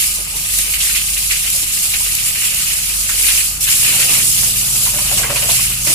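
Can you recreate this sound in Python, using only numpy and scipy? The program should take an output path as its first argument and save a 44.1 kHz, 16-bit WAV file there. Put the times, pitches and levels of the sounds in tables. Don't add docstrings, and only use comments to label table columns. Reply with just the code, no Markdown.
import sys
import numpy as np
from scipy import signal
from scipy.io import wavfile
from scipy.ndimage import uniform_filter1d

SR = 44100
rng = np.random.default_rng(int(sys.argv[2]) if len(sys.argv) > 2 else 0)


def dump_mix(stems):
    frames = np.atleast_2d(stems).T
    limited = np.clip(frames, -1, 1)
    pcm = np.round(limited * 32767).astype(np.int16)
    wavfile.write(sys.argv[1], SR, pcm)


N = 261954


def amp(db):
    return 10 ** (np.asarray(db) / 20)


def evened(x):
    return x / np.sqrt(np.mean(x ** 2) + 1e-20)


def read(points, hz):
    f, value = np.transpose(points)
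    return np.interp(np.log(hz + 1), np.log(f + 1), value)


def track(rows, column, t):
    rows = np.array(rows)
    return np.interp(t, rows[:, 0], rows[:, column])


def drift(shape, *spans):
    field = rng.standard_normal(shape)
    for axis, span in enumerate(spans):
        field = uniform_filter1d(field, max(int(span), 1), axis)
    return evened(field)


def add(mix, s, sound):
    part = mix[:, round(s * SR):][:, :sound.shape[1]]
    part += sound[:, :part.shape[1]]


def at_microphones(source, colour, size):
    # frequency in Hz, left-right likeness from 0 to 1.
    likeness = [(60, 0.76), (200, 0.94), (500, 0.6), (1000, 0.74), (2000, 0.3), (6000, 0.038),
                (15000, 0.017)]
    # frequency in Hz, left over right in dB.
    shading = [(60, -0.5), (250, 1), (1400, -3), (2200, -2.5), (3200, 2), (4400, 0.5), (5300, 1.5),
               (6200, 0), (7300, -3), (10200, -3), (11200, -1), (12500, 8), (13800, 0.5), (15000, -13.5)]
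    # time in seconds, lead of the left in samples.
    left_lead = [(0, 9), (1, 9.5), (2.5, 5.5), (4.5, 5), (5.94, 8)]
    hz, t, (right, other) = signal.stft(source, SR, nperseg=size, noverlap=3 * size // 4)
    same = np.clip(read(likeness, hz), 0, 1)[:, None]
    early = np.exp(2j * np.pi * np.outer(hz / SR, track(left_lead, 1, t)))
    left = same * early * right + np.sqrt(1 - same ** 2) * other
    tilt = amp(read(shading, hz) / 2)[:, None]
    heard = np.array([left * tilt, right / tilt]) * amp(colour(hz, t))
    return signal.istft(heard, SR, nperseg=size, noverlap=3 * size // 4)[1][:, :N]


def surging(rows, column, surge_db):
    lumps_per_s, trail_s, step_s = 45, 0.023, .002
    t, steps = np.arange(N) / SR, np.arange(0, N / SR + .01, step_s)
    lumps = rng.exponential(1, len(steps)) * (rng.random(len(steps)) < lumps_per_s * step_s)
    surges = signal.lfilter([1], [1, -np.exp(-step_s / trail_s)], lumps)
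    return track(rows, column, t) + surge_db * np.interp(t, steps, evened(surges - surges.mean()))


def gushes():
    # start in seconds, swell in dB before a layer takes its share, fade in seconds.
    rows = [(.585, 6, 0.054), (.893, 3, 0.018), (.948, 8.5, 0.079), (1.084, 10, 0.016), (1.167, 7, 0.013),
            (1.297, 8, 0.058), (1.355, 7, 0.018), (1.575, 3, 0.035), (1.935, 11, 0.033), (2.028, 1, .03),
            (2.44, 7, 0.025), (3.09, 2, 0.045), (3.232, 5.5, 0.045), (3.251, 1.5, 0.019), (3.281, 6, 0.046),
            (3.375, 8.5, 0.064), (3.67, 1.5, 0.075), (3.718, 4.5, 0.025), (3.84, 0, 0.04),
            (4.007, 4.5, 0.033), (4.084, 3, 0.056), (4.148, 8, 0.022), (4.32, 4.5, 0.068),
            (5.175, 6, 0.066), (5.419, 8.5, 0.033), (5.545, 5, 0.027)]
    t, rise_s = np.arange(N) / SR, 0.001
    swell_db = np.zeros(N)
    for s, db, fade_s in rows:
        swell_db += db * np.clip((t - s) / rise_s, 0, 1) * np.exp(-((t - s) / fade_s) ** 2)
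    return swell_db


def water(spectrum, level_db, drops_per_s, spread_db, drop_share, patchy_db, flicker_db):
    drop_sizes = amp(spread_db * np.minimum(rng.exponential(1, N), 5))
    sizes = drop_sizes * (rng.random((2, N)) < drops_per_s / SR)
    ring = np.exp(-np.arange(90) / 22)
    drops = signal.oaconvolve(sizes, ring[None], axes=1)[:, :N] * rng.standard_normal((2, N))
    share = np.clip(drop_share, 0, 1)
    source = np.sqrt(share) * evened(drops) + np.sqrt(1 - share) * rng.standard_normal((2, N))

    def colour(hz, t):
        patches = patchy_db * drift((len(hz), len(t)), 2, 20)
        flicker = flicker_db * drift((1, len(t)), 1, 14)
        return read(spectrum, hz)[:, None] + patches + flicker
    return amp(level_db) * evened(at_microphones(source, colour, 256))


def short_tones(per_s, low_hz, high_hz, cycles, spread_db):
    out = np.zeros((2, N + SR))
    at = np.flatnonzero(rng.random(N) < per_s / SR)
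    sizes = amp(spread_db * np.minimum(rng.exponential(1, N), 4))[at]
    kinds = rng.integers(0, 32, N)[at]
    for k, hz in enumerate(np.geomspace(low_hz, high_hz, 32)):
        steps = np.arange(int(3 * cycles * SR / hz))
        turns = steps * hz / SR
        envelope = np.exp(-turns / cycles) * (1 - np.exp(-turns))
        tone = np.sin(2 * np.pi * turns * (1 + 0.00151 * turns)) * envelope
        places = at[kinds == k, None] + steps
        sound = sizes[kinds == k, None] * tone
        out[k % 2] += np.bincount(places.ravel(), sound.ravel(), N + SR)
    return evened(out + 0.01 * out[::-1])[:, :N]


def burst(hz, width, t60, length=6000):
    t = np.arange(length) / SR
    edges = np.clip([hz - width / 2, hz + width / 2], 60, 15000)
    noise = rng.standard_normal((3, length))
    band = signal.butter(2, edges, "band", fs=SR, output="sos")
    noise = signal.sosfilt(band, noise[:2] + 0.33 * noise[2])
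    return evened(noise) * amp(-60 * t / t60) * (1 - np.exp(-t / 0.0033))


def fizz(jet_db):
    # frequency in Hz, relative density in dB per Hz.
    spectrum = [(1800, -30.5), (3000, -7.5), (3600, -14), (4300, -6.5), (5200, -4.5), (6200, -4.5),
                (7200, 0.5), (8500, 0), (10200, 2), (11300, -1.5), (12500, -3.5), (13800, -6),
                (15000, -17.5), (15700, -9.5)]
    return amp(3.5) * water(spectrum, jet_db, drops_per_s=1100, spread_db=3.5, drop_share=0.064,
                            patchy_db=2.0, flicker_db=0.7)


def spit_and_shimmer(jet_db):
    spit = short_tones(per_s=1200, low_hz=3000, high_hz=6600, cycles=2.5, spread_db=4.0)
    shimmer = short_tones(per_s=700, low_hz=3300, high_hz=7000, cycles=30, spread_db=5.0)
    return amp(jet_db - 16) * (spit + shimmer)


def splatter(landing_db, gush_db):
    # frequency in Hz, relative density in dB per Hz.
    spectrum = [(900, -24), (1400, -11.5), (2000, -7.5), (2350, 1), (2650, 3.5), (2950, 3), (3300, -8),
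                (4200, -7), (6500, -19)]
    return amp(1.5) * water(spectrum, landing_db + .75 * gush_db, drops_per_s=1500, spread_db=1.5,
                            drop_share=0.4, patchy_db=1.4, flicker_db=1.2)


def puddle_bubbles(landing_db, gush_db):
    gurgle = short_tones(per_s=500, low_hz=1930, high_hz=3238, cycles=35, spread_db=1.0)
    crowd_per_s = 250 * amp(1.3 * gush_db)
    crackle = short_tones(crowd_per_s, low_hz=1900, high_hz=4200, cycles=2.5, spread_db=3.0)
    return amp(landing_db + 0.79 * gush_db - 12.5) * gurgle + amp(landing_db + .3 * gush_db - 7) * crackle


def drumming(drumming_db):
    # frequency in Hz, relative density in dB per Hz.
    spectrum = [(150, 5.5), (250, -10.5), (400, -9.5), (600, -0.5), (900, -2.5), (1300, 2), (2200, -16)]
    beating = amp(3.5) * water(spectrum, drumming_db, drops_per_s=520, spread_db=1.5, drop_share=0.15,
                               patchy_db=2.5, flicker_db=-1.0)
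    plops = short_tones(per_s=220, low_hz=418.5, high_hz=1406, cycles=8.4, spread_db=3.5).mean(0)
    return beating + amp(drumming_db - 5.0) * plops


def pounding():
    # frequency in Hz, relative density in dB per Hz.
    spectrum = [(120, -17), (200, 5), (300, 0), (450, -6), (800, -16), (1300, -19)]
    # time in seconds, level in dB before surges.
    level = [(0, -60), (3.8, -59), (3.9, -35), (4.05, -45), (4.25, -33), (4.4, -45), (4.75, -48), (5, -52),
             (5.94, -59)]
    return water(spectrum, surging(level, 1, surge_db=1.5), drops_per_s=580, spread_db=6.0,
                 drop_share=0.18, patchy_db=3.5, flicker_db=0.5)


def slaps():
    # start in seconds, relative level in dB, centre in Hz, left over right in dB.
    rows = [(0.804, -13.5, 3094, 0), (0.892, -19, 2220, -1), (0.9503, -14.5, 2570, -3),
            (0.965, -34, 2320, 1), (0.974, -31, 2800, 0), (1.17, -19, 2800, 2), (1.3075, -12.5, 2520, -1),
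            (1.335, -24, 2500, -3), (1.36, -22, 2630, -3), (1.44, -22, 2330, 0), (1.727, -31, 2820, -1),
            (1.935, -31, 2460, -3), (2.184, -17, 2750, -2), (2.4494, -33, 2340, -5), (2.5652, -25, 3070, 1),
            (2.698, -25, 2970, -2), (3.09, -18, 1880, -3), (3.289, -19, 2900, 3), (3.295, -26, 2300, 0),
            (3.384, -25, 2410, -3), (3.844, -20, 2710, 9), (4.019, -13.5, 2600, 5), (4.099, -19, 2840, 11),
            (4.452, -21, 2700, 1), (4.977, -22, 2580, -4), (5.063, -28, 2490, 1), (5.297, -19, 2530, 1),
            (5.358, -15, 2400, -2), (5.499, -14, 3430, 1.5), (5.869, -16, 2460, -7)]
    out, t = np.zeros((2, N)), np.arange(6000) / SR
    for s, db, hz, pan_db in rows:
        crack = np.sin(2 * np.pi * hz * t) * amp(5 - 60 * t / .008) * np.minimum(t / .0008, 1)
        spatter = amp(-3.5) * burst(hz, 1350, 0.17) + amp(-4.5) * burst(6500, 6900, 0.37)
        sides = amp([[pan_db / 2], [-pan_db / 2]])
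        add(out, s, amp(db) * sides * (crack + spatter))
    return out


def ticks():
    # start in seconds, peak in dB.
    rows = [(0.158, -8), (0.365, -10), (0.536, -5), (0.5865, -1.5), (1.1772, -5), (1.501, -2), (2.0078, -6),
            (2.1504, -1), (2.5456, -3.5), (2.7187, -5), (3.0964, -17), (3.2258, -2), (3.607, -6),
            (3.6381, -14), (3.688, -3), (3.9948, -14), (4.2727, -12), (4.3251, -4), (5.5165, -0.5),
            (5.8416, -17), (5.8729, -2)]
    out = np.zeros((2, N))
    for s, db in rows:
        tick = burst(10500, 9900, 0.013, length=400)
        add(out, s, amp(db) * tick / abs(tick).max())
    return out


def knocks():
    # start in seconds, relative level in dB, starting pitch in Hz, thud share in dB,
    # time in seconds that the water presses on.
    rows = [(0.186, -39, 572, 4, 0.031), (0.639, -42, 285, -5, 0.017), (1.547, -41.5, 580, -17, .03),
            (1.622, -42, 292, -14, 0.024), (2.001, -38, 940, -10, 0.025), (3.669, -41.5, 968, -17, 0.037),
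            (4.426, -31, 917, -22, 0.015), (4.862, -29.5, 970, -25, 0.018), (4.937, -30.5, 571, -3, 0.043),
            (4.986, -27, 990, -20, 0.009), (5.052, -38, 1220, -25, 0.016), (5.112, -27.5, 736, -17, 0.0081),
            (5.123, -31.5, 578, -5, 0.029), (5.01, -36.5, 580, -10, 0.013), (5.175, -30, 730, -20, .012),
            (5.19, -31, 588, -14, .015), (5.231, -25, 1576, -32, 0.016), (5.236, -22.5, 2020, -30, 0.029),
            (5.229, -29, 1018, -20, 0.025), (5.297, -22.5, 560, -5, 0.053), (5.298, -37, 1000, -20, .012),
            (5.3, -42, 1303, -25, .015), (5.359, -27, 540, -20, 0.007), (5.361, -30.5, 977, -28, 0.021),
            (5.422, -28.5, 558, -30, 0.03), (5.455, -32, 628, -25, 0.015), (5.52, -33, 723, -25, .02),
            (5.488, -27, 660, -13, 0.031), (5.49, -32, 1010, -25, 0.0088), (5.588, -33, 1085, -19, 0.012),
            (5.696, -37.5, 314, -24, 0.0093), (5.847, -38, 1050, -20, 0.0094), (5.866, -30, 570, -18, 0.11),
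            (5.868, -36, 840, -15, 0.051), (5.872, -30, 296.5, -16, 0.093)]
    out, t = np.zeros((2, N)), np.arange(6000) / SR
    for s, db, hz, thud_db, hold_s in rows:
        held = (1 - np.exp(-t / 0.0003)) * amp(-60 * np.maximum(t - hold_s, 0) / 0.06)
        ring = np.sin(2 * np.pi * hz * (t + .9 * t ** 2)) * amp(-60 * t / .35)
        ring = ring * amp(-2 + 3.5 * drift(len(t), 200))
        rattle = amp(-5.0) * burst(hz, 270, 1.0).mean(0)
        thud = amp(thud_db) * burst(243, 190, 0.45).mean(0)
        smack = amp(3.5) * burst(1240, 1810, 0.062).mean(0)
        spatter = burst(1420, 1670, 0.17)
        add(out, s, amp(db) * (smack + held * (ring + rattle + thud + spatter)))
    return out


def wander(span):
    t = np.arange(N) / SR
    steps = np.linspace(0, t[-1], 600)
    return np.interp(t, steps, drift(len(steps), span))


def slip():
    return 0.04 * wander(40)


def pump():
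    # time in seconds, shaft rate in Hz, hum level in dB before wavering.
    rows = [(0, 48, -37), (1.4, 48.1, -34), (1.6, 47.1, -37.5), (1.85, 45.9, -43), (2.0, 46, -36),
            (2.45, 46.5, -44), (2.89, 48.05, -35), (3.5, 47.7, -34.5), (3.79, 48, -38.5), (4.0, 47.5, -46),
            (4.2, 47.5, -39), (4.5, 47.57, -37), (4.9, 47.6, -35), (5.94, 48, -34.5)]
    t = np.arange(N) / SR
    shaft = 2 * np.pi * (np.cumsum(track(rows, 1, t)) / SR + slip())
    hum_db = track(rows, 2, t)
    hum = amp(hum_db + .8 * wander(21) + 1.5 * wander(4)) * np.sin(shaft)
    third = amp(hum_db.mean() - 14 + 2.3 * wander(21)) * np.sin(3 * shaft)
    whine = amp(-50 + 1.5 * wander(21)) * np.sin(2 * np.pi * 1232 * t)
    return np.sqrt(2) * (hum + third) * amp([[.4], [-.4]]) + whine * amp([[2.5], [-2.5]])


def engine():
    # multiple of the firing rate, level in dB when far, level in dB when near, before wavering.
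    orders = [(1, -55, -55), (3, -53, -52), (4, -53.5, -45), (5, -49, -50), (6, -57, -40.5), (7, -60, -34),
              (8, -55, -45), (10, -51, -48), (11, -81, -41.5), (12, -55, -54), (13, -73, -59)]
    # time in seconds, firings per second.
    speed = [(0, 16.5), (.7, 16.78), (1.4, 17.14), (2.1, 17.5), (2.8, 17.84), (3.2, 18), (4.3, 18.1),
             (4.9, 17.95), (5.94, 18.15)]
    # time in seconds, nearness from 0 to 1.
    nearness = [(0, 0), (1.5, 0.34), (3.3, 0.38), (3.8, 0.77), (4.5, 0.95), (5.94, 0.93)]
    t = np.arange(N) / SR
    turns, near = np.cumsum(track(speed, 1, t)) / SR, track(nearness, 1, t)
    throb = np.zeros(N)
    for k, far_db, near_db in orders:
        level_db = far_db + near * (near_db - far_db) + 1.04 * wander(21) + 1.5 * wander(4)
        start = .4 * rng.random()
        throb += amp(level_db) * np.cos(2 * np.pi * (k * turns + start + slip()))
    return np.sqrt(2) * throb * amp([[.4], [-.4]])


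def rumble():
    # frequency in Hz, relative density in dB per Hz.
    spectrum = [(12, -24), (22, -1), (32, 4), (43, -1), (65, 12), (102, -3), (166, -3), (357, -22),
                (500, -41), (650, -41), (1100, -120)]
    noise = rng.standard_normal((2, N))
    return amp(-40.5) * evened(at_microphones(noise, lambda hz, t: read(spectrum, hz)[:, None], 1700))


def scene():
    # time in seconds, relative level in dB.
    jet = [(0.0, -14), (0.26, -25), (.33, -25), (.37, -21.5), (.51, -21), (0.59, -15.5), (0.69, -21),
           (0.73, -17), (0.78, -22.5), (0.83, -16.5), (1.01, -19), (1.45, -19.5), (1.6, -17), (1.67, -21.5),
           (1.75, -17.5), (2.2, -19.5), (2.4, -19.5), (2.45, -17), (2.53, -21), (2.56, -18), (2.86, -19.5),
           (3.09, -19), (3.27, -14), (3.37, -14), (3.5, -19.5), (3.6, -27), (3.612, -18.5), (3.642, -14.5),
           (3.655, -18.5), (3.685, -18.5), (3.7, -13.5), (3.8, -15), (4.45, -15), (4.55, -18), (4.85, -16),
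           (4.95, -18.5), (5.19, -16), (5.29, -23), (5.43, -18), (5.47, -17.5), (5.54, -15), (5.66, -17.5),
           (5.79, -23), (5.91, -15), (5.94, -14)]
    # time in seconds, relative level on the floor in dB, on hides in dB.
    landing = [(0.0, -24, -49), (0.22, -34.5, -44.5), (.55, -30, -44.5), (0.9, -25.5, -48),
               (1.05, -31, -47.5), (2.74, -27, -46), (3.01, -31, -44.5), (3.33, -24, -46),
               (3.59, -38.5, -47), (3.655, -27, -50), (3.675, -24.5, -50), (3.77, -26.5, -43),
               (3.85, -21, -42.5), (3.92, -21, -38.5), (4.06, -25, -35.5), (4.19, -26, -34.5),
               (4.22, -23.5, -48), (4.3, -34, -49), (4.4, -30.5, -43), (4.83, -31.5, -42.5),
               (5.1, -27.5, -36.5), (5.28, -27.5, -32), (5.45, -28.5, -37), (5.62, -23, -43.5),
               (5.84, -34, -44), (5.88, -28, -39), (5.94, -22.5, -36)]
    jet_db, gush_db = surging(jet, 1, surge_db=0.39), gushes()
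    landing_db = surging(landing, 1, surge_db=1.07)
    hides_db = surging(landing, 2, surge_db=1.0)
    spray = fizz(jet_db) + spit_and_shimmer(jet_db)
    floor = splatter(landing_db, gush_db) + puddle_bubbles(landing_db, gush_db) + pounding()
    hits = slaps() + ticks() + knocks()
    return spray + floor + drumming(hides_db) + hits + pump() + engine() + rumble()


def record(dry):
    low_pass = signal.firwin(2047, 15520, window=("kaiser", 9), fs=SR)
    return signal.oaconvolve(np.clip(dry, -.99, .99), low_pass[None], "same")


dry = scene()
out = record(dry)
dump_mix(out)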